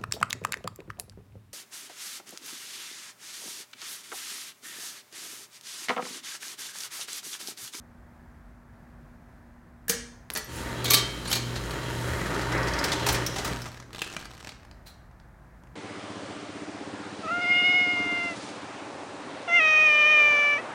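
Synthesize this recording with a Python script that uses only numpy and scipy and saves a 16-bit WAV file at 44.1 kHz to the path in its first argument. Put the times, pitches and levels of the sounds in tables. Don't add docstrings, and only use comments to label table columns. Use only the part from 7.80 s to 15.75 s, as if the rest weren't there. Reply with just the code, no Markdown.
import sys
import numpy as np
from scipy import signal
from scipy.fft import rfft, irfft, next_fast_len
from scipy.io import wavfile
from scipy.ndimage import uniform_filter1d

SR = 44100
rng = np.random.default_rng(int(sys.argv[2]) if len(sys.argv) > 2 else 0)


def undo_db(level):
    steps = np.asarray(level, float) / 20
    return 10 ** steps


def wav_record(signal):
    frames = np.transpose(np.atleast_2d(signal))
    bounded = np.clip(frames, -1, 1)
    quanta = np.round(bounded * 32767).astype(np.int16)
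    wavfile.write(sys.argv[1], SR, quanta)


N = 350809
T = np.arange(N) / SR

MOTOR_ON_S, MOTOR_OFF_S = 2.65, 5.72
IDLE_DB = -15


def noise(size=N):
    return rng.standard_normal(size)


def unit(x):
    return x / np.sqrt(np.mean(x ** 2))


def band(x, lo_hz, hi_hz):
    sos = signal.butter(2, [lo_hz, min(hi_hz, .49 * SR)], "band", fs=SR, output="sos")
    return signal.sosfilt(sos, x)


def colour(x, table):
    hz, db = np.transpose(table)
    size = next_fast_len(len(x))
    f = np.arange(size // 2 + 1) * SR / size + 1
    gain = undo_db(np.interp(np.log(f), np.log(hz), db))
    return irfft(rfft(x, size) * gain, size)[:len(x)]


def ring(x, hz, t60):
    r, w = np.exp(-np.log(1000) / (t60 * SR)), 2 * np.pi * hz / SR
    return signal.lfilter([np.sin(w)], [1, -2 * r * np.cos(w), r * r], x)


def walk(rate_hz):
    hold = int(SR / rate_hz)
    steps = np.repeat(noise(N // hold + 1), hold)
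    return unit(uniform_filter1d(uniform_filter1d(steps, hold), hold)[:N])


def bumps(table):
    return sum(db * np.exp(-((T - s) / length) ** 2) for s, length, db in table)


def add(out, s, x):
    i = int(s * SR)
    out[i:i + len(x)] += x[:N - i]


def blows(table, modes, rise_share, peaked, scatter_db, thud_db, usual=(0, 0), spread=1.08):
    out = np.zeros(N)
    t = np.arange(SR * 2 // 5 if modes else SR // 8) / SR
    edges_hz = [(120, 1500), (1500, 7000), (7000, 17000)]
    for row in table:
        s, db, hz, tick_db, fade = (*row, *usual[len(row) - 3:])
        low_db = thud_db - 0.52 * (db + 23)
        rise = max(rise_share * fade, 1e-4)
        push = np.sin(np.pi / 2 * np.minimum(t / rise, 1)) ** 2
        push = push * np.exp(-np.maximum(t - rise, 0) / max(fade, 2e-4))
        parts = [band(noise(len(t)) * push, *e) for e in edges_hz]
        x = sum(undo_db(d) * p / np.abs(p).max() for p, d in zip(parts, (low_db, 0, tick_db)))
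        peak = band(noise(len(t)) * push, hz / spread, hz * spread)
        x = (x + peaked * peak / np.abs(peak).max()) / max(peaked, 1)
        swell = np.cumsum(push) / push.sum()
        waver = np.cumsum(noise(len(t))) * .0025
        for f, d, t60 in modes:
            g, turn = rng.standard_normal(2)
            fall = undo_db(d + scatter_db * g - 60 * t / t60)
            x = x + swell * fall * np.sin(2 * np.pi * (f * t + turn + np.sign(g) * waver))
        add(out, s, undo_db(db) * x)
    return out


def shop():
    # f/Hz, level/dB per Hz
    plant = [(15, -33.5), (25, -15), (53, 5), (86, -4.5), (120, -4), (205, -9), (241, -10.5), (269, -14),
             (352, -15.5), (425, -22.5), (620, -17), (1390, -21.5), (1730, -21.5), (2970, -40),
             (15800, -48.5)]
    surge_db, rise_s = 13, .1
    after = T - 2.1
    surge = np.minimum(surge_db * after / rise_s, surge_db - 52 * (after - rise_s))
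    surge = np.clip(surge, 0, None)
    buzz = np.sqrt(2) * undo_db(-59 + surge + .4 * walk(9.9)) * np.sin(2 * np.pi * 239.4 * T)
    buzz = buzz * np.clip((2.5 - T) / 0.032, 0, 1)
    return unit(colour(noise(), plant)) * undo_db(-51 + .5 * walk(8.9)) + buzz


def running_db():
    run_up_s, coast_db_per_s = .13, 60
    idle_end_s, idle_fade_db_per_s = 6.35, 60
    rise = 20 * np.log10(np.clip((T - MOTOR_ON_S) / run_up_s, 1e-4, 1))
    coast = np.maximum(-coast_db_per_s * np.maximum(T - MOTOR_OFF_S, 0), IDLE_DB)
    return rise + coast - idle_fade_db_per_s * np.maximum(T - idle_end_s, 0)


def load_db():
    # t/s, load/dB
    ride = [
        (2.7, 1.5),
        (3.1, 0),
        (3.5, -2.5),
        (4.0, 3),
        (4.4, 4.5),
        (4.7, 6),
        (5.2, 8),
        (5.45, 2.5),
        (5.7, -0.5),
    ]
    return np.interp(T, *np.transpose(ride))


def motor():
    # f/Hz, level/dB, throb depth [0-1], share of the load followed
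    tones = [(120.4, -38.5, .55, .25), (57.2, -40, .3, .4), (240.4, -50, .6, -1.2)]
    # throb period/s, a crest at t/s
    throbs = [(.56, 4.78), (.5, 4.88), (.75, 3.66)]
    load = load_db()
    voices = []
    for (hz, db, depth, follows), (period, crest) in zip(tones, throbs):
        throb = 1 + depth * np.cos(2 * np.pi * (T - crest) / period)
        voices.append(undo_db(db + follows * load) * throb * np.sin(2 * np.pi * hz * T))
    hum, shaft, octave = voices
    stall = undo_db(bumps([(5.03, .09, -18)]))
    turn_s, crest_s, swell_db = 1.0, 3.97, 7
    swell = swell_db * (uniform_filter1d((T - crest_s) / turn_s % 1, SR // 8) - .6)
    riding = uniform_filter1d(1. * ((T > 3.2) & (T < 5.15)), SR // 10)
    shaft = shaft * undo_db(-6 * (1.5 - riding) + swell)
    return np.sqrt(2) * (hum * stall + shaft + octave) * undo_db(running_db() + 0.43 * walk(12))


def belt():
    # f/Hz, width/Hz, level/dB over the rattle
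    frame = [(78, 12, 20), (199, 11, 3.5), (303, 11, 0.5), (416.7, 13, 11.5), (571, 60, 2.5), (943, 55, 6),
             (1550, 150, 5), (1897, 500, 7), (3320, 60, 1), (4050, 110, -3), (5527, 91, -13)]
    # f/Hz, level/dB per Hz
    belt_colour = [(15, -42), (25, -33.5), (116, -5.5), (165, -2), (235, -10), (316, -3.5), (654, -12.5),
                   (834, -18), (929, -11.5), (1010, -14.5), (1470, -16), (2520, -11), (6490, -24.5),
                   (9460, -32), (15800, -44.5)]
    # unloaded/dB, share of load followed, extra/dB when idling
    layers = [(-40, 0.53, -2), (-42, 0.99, -6), (-46.5, 0.66, -14), (-52, 0.1, -8)]
    # t/s, length/s, level/dB
    rubs = [
        (2.753, 0.078, 6),
        (4.325, 0.19, 4.5),
    ]
    # t/s, length/s, level/dB on the rattle
    lumps = [
        (3.07, 0.093, 5),
        (4.567, 0.063, 2.5),
        (4.847, 0.039, 2),
    ]

    sizes = undo_db(3.2 * np.minimum(rng.exponential(size=N), 4))
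    knocks = (rng.random(N) < 900 / SR) * noise() * sizes
    smear = noise(400) * np.exp(-np.arange(400) / (0.00084 * SR))
    drive = unit(signal.fftconvolve(knocks, smear)[:N]) * .5 + noise()
    x = drive
    for hz, width, db in frame:
        flicker = undo_db(db + 2.8 * walk(11))
        x = x + flicker * unit(ring(drive, hz, 2.0 / width)) * np.sqrt(width / SR * np.pi)
    x = colour(x, belt_colour)

    # f/Hz, level/dB
    rumble = [(300, 2.0), (600, -4.0), (1500, -53.5)]
    rattle = [(240, -39), (600, 0.0), (1200, 6.0), (1500, -0.5), (2500, -5.5), (6000, -53.5)]
    sizzle = [(1000, -40), (2500, -6), (4000, 0), (4500, 0), (7000, -6), (14000, -40)]
    crinkle = [(3500, -40), (7000, -6), (11000, 0)]
    run, load = running_db(), load_db()
    idling = np.clip(run / IDLE_DB, 0, 1) * (T > MOTOR_OFF_S)
    rub, lump = bumps(rubs), bumps(lumps)
    out = np.zeros(N)
    for shape, extra, layer in zip((rumble, rattle, sizzle, crinkle), (lump, lump, 0, rub), layers):
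        db, follows, idle_db = layer
        level = db + run + follows * load + idle_db * idling + extra + 0.8 * walk(8.3)
        out += unit(colour(x, shape)) * undo_db(level)
    return out


def crumple():
    # t/s, crackle/dB, length/s, fall meanwhile/dB per s
    bouts = [
        (5.72, -41, 0.23, 48),
        (6.141, -41, 0.32, 26),
        (6.51, -55, 0.17, -22),
    ]
    rise_s, end_db_per_s = .02, 170
    sizes = undo_db(2.5 * np.minimum(rng.exponential(size=(5, N)), 2))
    creases = (rng.random((5, N)) < 70 / SR) * noise((5, N)) * sizes
    snaps = noise((5, 200)) * np.exp(-np.arange(200) / (0.00089 * SR))
    x = signal.fftconvolve(creases, snaps, axes=1)[:, :N].sum(axis=0)
    x = colour(x, [(250, 1.5), (900, -4.5), (3000, -8.0), (6000, -15), (15000, -29)])
    level = np.zeros(N)
    for s, db, length, fall in bouts:
        after = T - s
        fading = db - fall * after.clip(0, length) - end_db_per_s * (after - length).clip(0)
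        level += undo_db(fading) * np.clip(1 + after / rise_s, 0, 1)
    return unit(x) * level


def film():
    # t/s, peak/dB, strongest f/Hz
    snaps = [(5.943, -40.5, 1990), (5.9727, -38, 4700), (5.9996, -38, 5470), (6.0241, -41.5, 1650),
             (6.134, -45, 2350), (6.105, -47.5, 1750), (6.1807, -37, 3700), (6.312, -41, 1500),
             (6.244, -34, 7500), (6.263, -44, 3100), (6.2986, -37, 5290), (6.3255, -35.5, 6000),
             (6.3449, -36, 1706), (6.719, -38.5, 2260), (6.4039, -50, 4630), (6.425, -39, 1650),
             (6.454, -32.5, 1570), (6.4635, -51, 6500), (6.4975, -55, 2340), (6.511, -44, 3440),
             (6.535, -41.5, 1190), (6.577, -44, 2740), (6.6038, -39, 1550), (6.637, -49, 5740),
             (6.6452, -33.5, 2080), (6.6707, -29.5, 1960), (6.6908, -28, 3550), (6.8298, -49, 2270),
             (6.8487, -50, 1700), (6.9116, -44, 5330)]
    # t/s, peak/dB, strongest f/Hz
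    late = [
        (7.311, -63, 4300),
        (7.3985, -55, 5080),
        (7.8351, -55, 7250),
        (7.8707, -59, 2540),
    ]
    # t/s, peak/dB, strongest f/Hz, tick/dB, fade/s
    folds = [
        (6.1465, -33, 3000, -16, 0.0036),
        (6.2175, -18.5, 2600, -9, 0.0042),
        (6.3655, -23, 1990, -30, 0.0024),
    ]
    small = blows([*snaps, *late], [], rise_share=0.47, peaked=0.79, scatter_db=0, thud_db=-8,
                  usual=(-21, .0028), spread=1.23)
    big = blows(folds, [], rise_share=0.22, peaked=1.52, scatter_db=0, thud_db=-0.5, spread=1.28)
    return small + big + crumple()


def switch():
    # t/s, peak/dB, strongest f/Hz, tick/dB, fade/s
    clicks = [
        (2.5022, -15.5, 2010, -9, .00025),
        (2.5076, -24.5, 2570, -5, 0.00046),
    ]
    return blows(clicks, [], rise_share=.3, peaked=.1, scatter_db=0, thud_db=-8, spread=1.5)


def contactor():
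    # t/s, peak/dB, strongest f/Hz, tick/dB, fade/s
    bounces = [
        (2.0805, -29.5, 1690, 8, 0.0028),
        (2.088, -21.5, 5140, 7, 0.012),
        (2.0945, -15, 6560, -6, 0.0038),
        (2.103, -27.5, 1680, -4, 0.017),
        (7.053, -42, 4070, -4, 0.024),
    ]
    # f/Hz, level/dB under the blow, t60/s
    cabinet = [(189.4, -10.5, 0.063), (244, -21, 0.19), (470, -16.5, 0.073), (567, -32.5, 0.3),
               (1680, -36, 0.22), (2180, -32, 0.3)]
    return blows(bounces, cabinet, rise_share=0.88, peaked=0.85, scatter_db=4.0, thud_db=-13.5)


def latch():
    # t/s, peak/dB, strongest f/Hz, tick/dB, fade/s
    knocks = [
        (2.513, -42, 5080, -2.5, .02),
        (2.551, -24, 6350, -8, .003),
        (2.558, -21.5, 1820, -17.5, 0.015),
        (2.572, -25.5, 4280, 3.5, .0074),
    ]
    # f/Hz, level/dB under the blow, t60/s
    linkage = [(428, -19, .15), (575, -17.5, 0.17), (950, -34.5, 0.65), (1700, -15.5, 0.16),
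               (1960, -20, .2), (3200, -23.5, 0.15), (3410, -20.5, 0.34), (4440, -16, 0.21),
               (5900, -25.5, 0.15)]
    # t/s, peak/dB, strongest f/Hz
    pings = [
        (2.534, -27, 11200),
        (2.642, -37, 12500),
        (2.758, -36, 10600),
        (3.477, -30.5, 9250),
    ]
    released = blows(knocks, linkage, rise_share=0.19, peaked=0.29, scatter_db=1.5, thud_db=-5.5)
    return released + blows(pings, [], rise_share=.4, peaked=4, scatter_db=0, thud_db=-35,
                            usual=(-3, .0055), spread=1.04)


def arm():
    # t/s, peak/dB, strongest f/Hz, tick/dB, fade/s
    clangs = [(3.0415, -25, 4120, 4, 0.0074), (3.05, -21.5, 3560, -10.5, 0.014),
              (3.072, -25, 3750, -10.5, 0.019), (3.1, -16, 5900, -6, 0.0064),
              (3.1065, -8.5, 11800, -3.5, 0.0027), (3.114, -17, 11750, -4.5, 0.0086),
              (3.131, -13, 4000, 2, 0.0088), (3.138, -9.5, 4130, 0.5, 0.0089),
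              (3.16, -18.5, 4110, -10, 0.022), (3.447, -33.5, 4120, -17, 0.014),
              (3.465, -31, 4240, -15, 0.022), (3.49, -28, 11460, -12.5, 0.027),
              (3.512, -21, 3250, -2, 0.0056), (3.525, -14, 4050, -7, 0.0082),
              (3.547, -21.5, 4500, -2, 0.016), (3.752, -29, 4050, -26, 0.016),
              (3.905, -33, 4300, -8, 0.0073)]
    # f/Hz, level/dB under the blow, t60/s
    steel = [(1167, -19, .16), (2251, -22, 0.45), (2395, -23, 0.3), (3110, -29, 0.8), (3226, -25, 0.54),
             (3682, -23, 0.25), (3700, -30, 0.4), (3960, -28, 0.22), (4220, -24.5, .25), (4300, -21.5, .25),
             (4230, -23.5, .2), (4683, -28, 0.1), (6270, -24.5, 0.25), (6700, -25.5, 0.26), (8500, -28, .1),
             (10600, -34, 0.084), (11500, -19, 0.11), (12500, -34.5, .1)]
    return blows(clangs, steel, rise_share=0.61, peaked=0.93, scatter_db=4.5, thud_db=-7)


def chatter():
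    # t/s, peak/dB, strongest f/Hz, tick/dB
    grazes = [
        (5.118, -20.5, 3700, -19),
        (5.195, -28.5, 3670, -15),
        (5.366, -39, 5465, -20),
        (5.4626, -22.5, 5470, -1.5),
        (5.817, -34.5, 5350, -4),
        (5.875, -46, 5450, -3),
    ]
    start_s, gap_s = 4.7245, .0525
    rows = [(start_s + k * gap_s, -36.5 + k * 2.5, 5150, -14) for k in range(7)]
    return blows([*rows, *grazes], [], rise_share=0.21, peaked=1.08, scatter_db=0, thud_db=-28,
                 usual=(-14, .008), spread=1.103)


def parcel():
    # t/s, peak/dB, strongest f/Hz, tick/dB
    tumbles = [(4.459, -32.5, 1210, -18), (4.501, -35, 1600, -19), (4.540, -28.5, 1170, -25),
               (4.585, -33, 1820, -20), (4.609, -30.5, 1880, -20), (4.715, -29.5, 920, -17),
               (4.867, -26, 1920, -24), (5.037, -22.5, 1410, -4), (5.078, -26.5, 1600, -23),
               (5.124, -22.5, 970, -23), (5.261, -16, 770, -8), (5.283, -13, 880, -10),
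               (5.321, -26, 2275, 3), (5.341, -20, 2275, -14), (5.556, -24.5, 850, -18),
               (5.580, -23, 750, -20), (5.643, -21, 1210, -8.5), (5.671, -27, 2105, -12),
               (5.705, -39, 2640, -15), (5.852, -35, 1130, -17)]
    # f/Hz, level/dB under the blow, t60/s
    mesh = [(58, -14.5, 0.4), (174.7, -46, 0.053), (290, -14, 0.11), (407.4, -13, 0.2), (565, -24, 0.51),
            (855, -21, 0.048)]
    return chatter() + blows(tumbles, mesh, rise_share=0.54, peaked=0.41, scatter_db=3.0, thud_db=-3,
                             usual=(-19, .013), spread=1.115)


def room(x):
    # f/Hz, t60/s
    decay = [(200, 0.35), (1000, 0.65), (4000, 0.47), (7000, 0.53), (10000, 0.21), (15000, 0.083)]
    hz, t60 = np.transpose(decay)
    t = np.arange(SR) / SR
    tail = np.zeros(SR)
    for f in 125 * 2. ** np.arange(0, 7.1, .5):
        fall = undo_db(-60 * t / np.interp(np.log(f), np.log(hz), t60))
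        tail += np.sqrt(f) * unit(band(noise(SR), f / 1.19, f * 1.19)) * fall
    tail *= np.minimum(t / 0.0011, 1)
    return signal.fftconvolve(x, tail / np.sqrt(np.sum(tail ** 2)))[:N]


def scene():
    click, clack, release = switch(), contactor(), latch()
    clang, tumble, crackle = arm(), parcel(), film()
    sends = undo_db(-6.0) * clack + undo_db(-7.0) * release + undo_db(-10) * clang
    sends = sends + undo_db(-8.5) * (tumble + crackle)
    echo = room(sends + click / 10)
    near = clack + click + release + clang + tumble + crackle
    return (near + echo + motor() + belt() + shop())[None]


def roll_off(x):
    return signal.sosfilt(signal.butter(12, 16530, fs=SR, output="sos"), x)


def record(dry):
    low_pass = signal.ellip(10, .2, 60, 15950, fs=SR, output="sos")
    return roll_off(signal.sosfilt(low_pass, dry))


dry = scene()
out = record(dry)
wav_record(out)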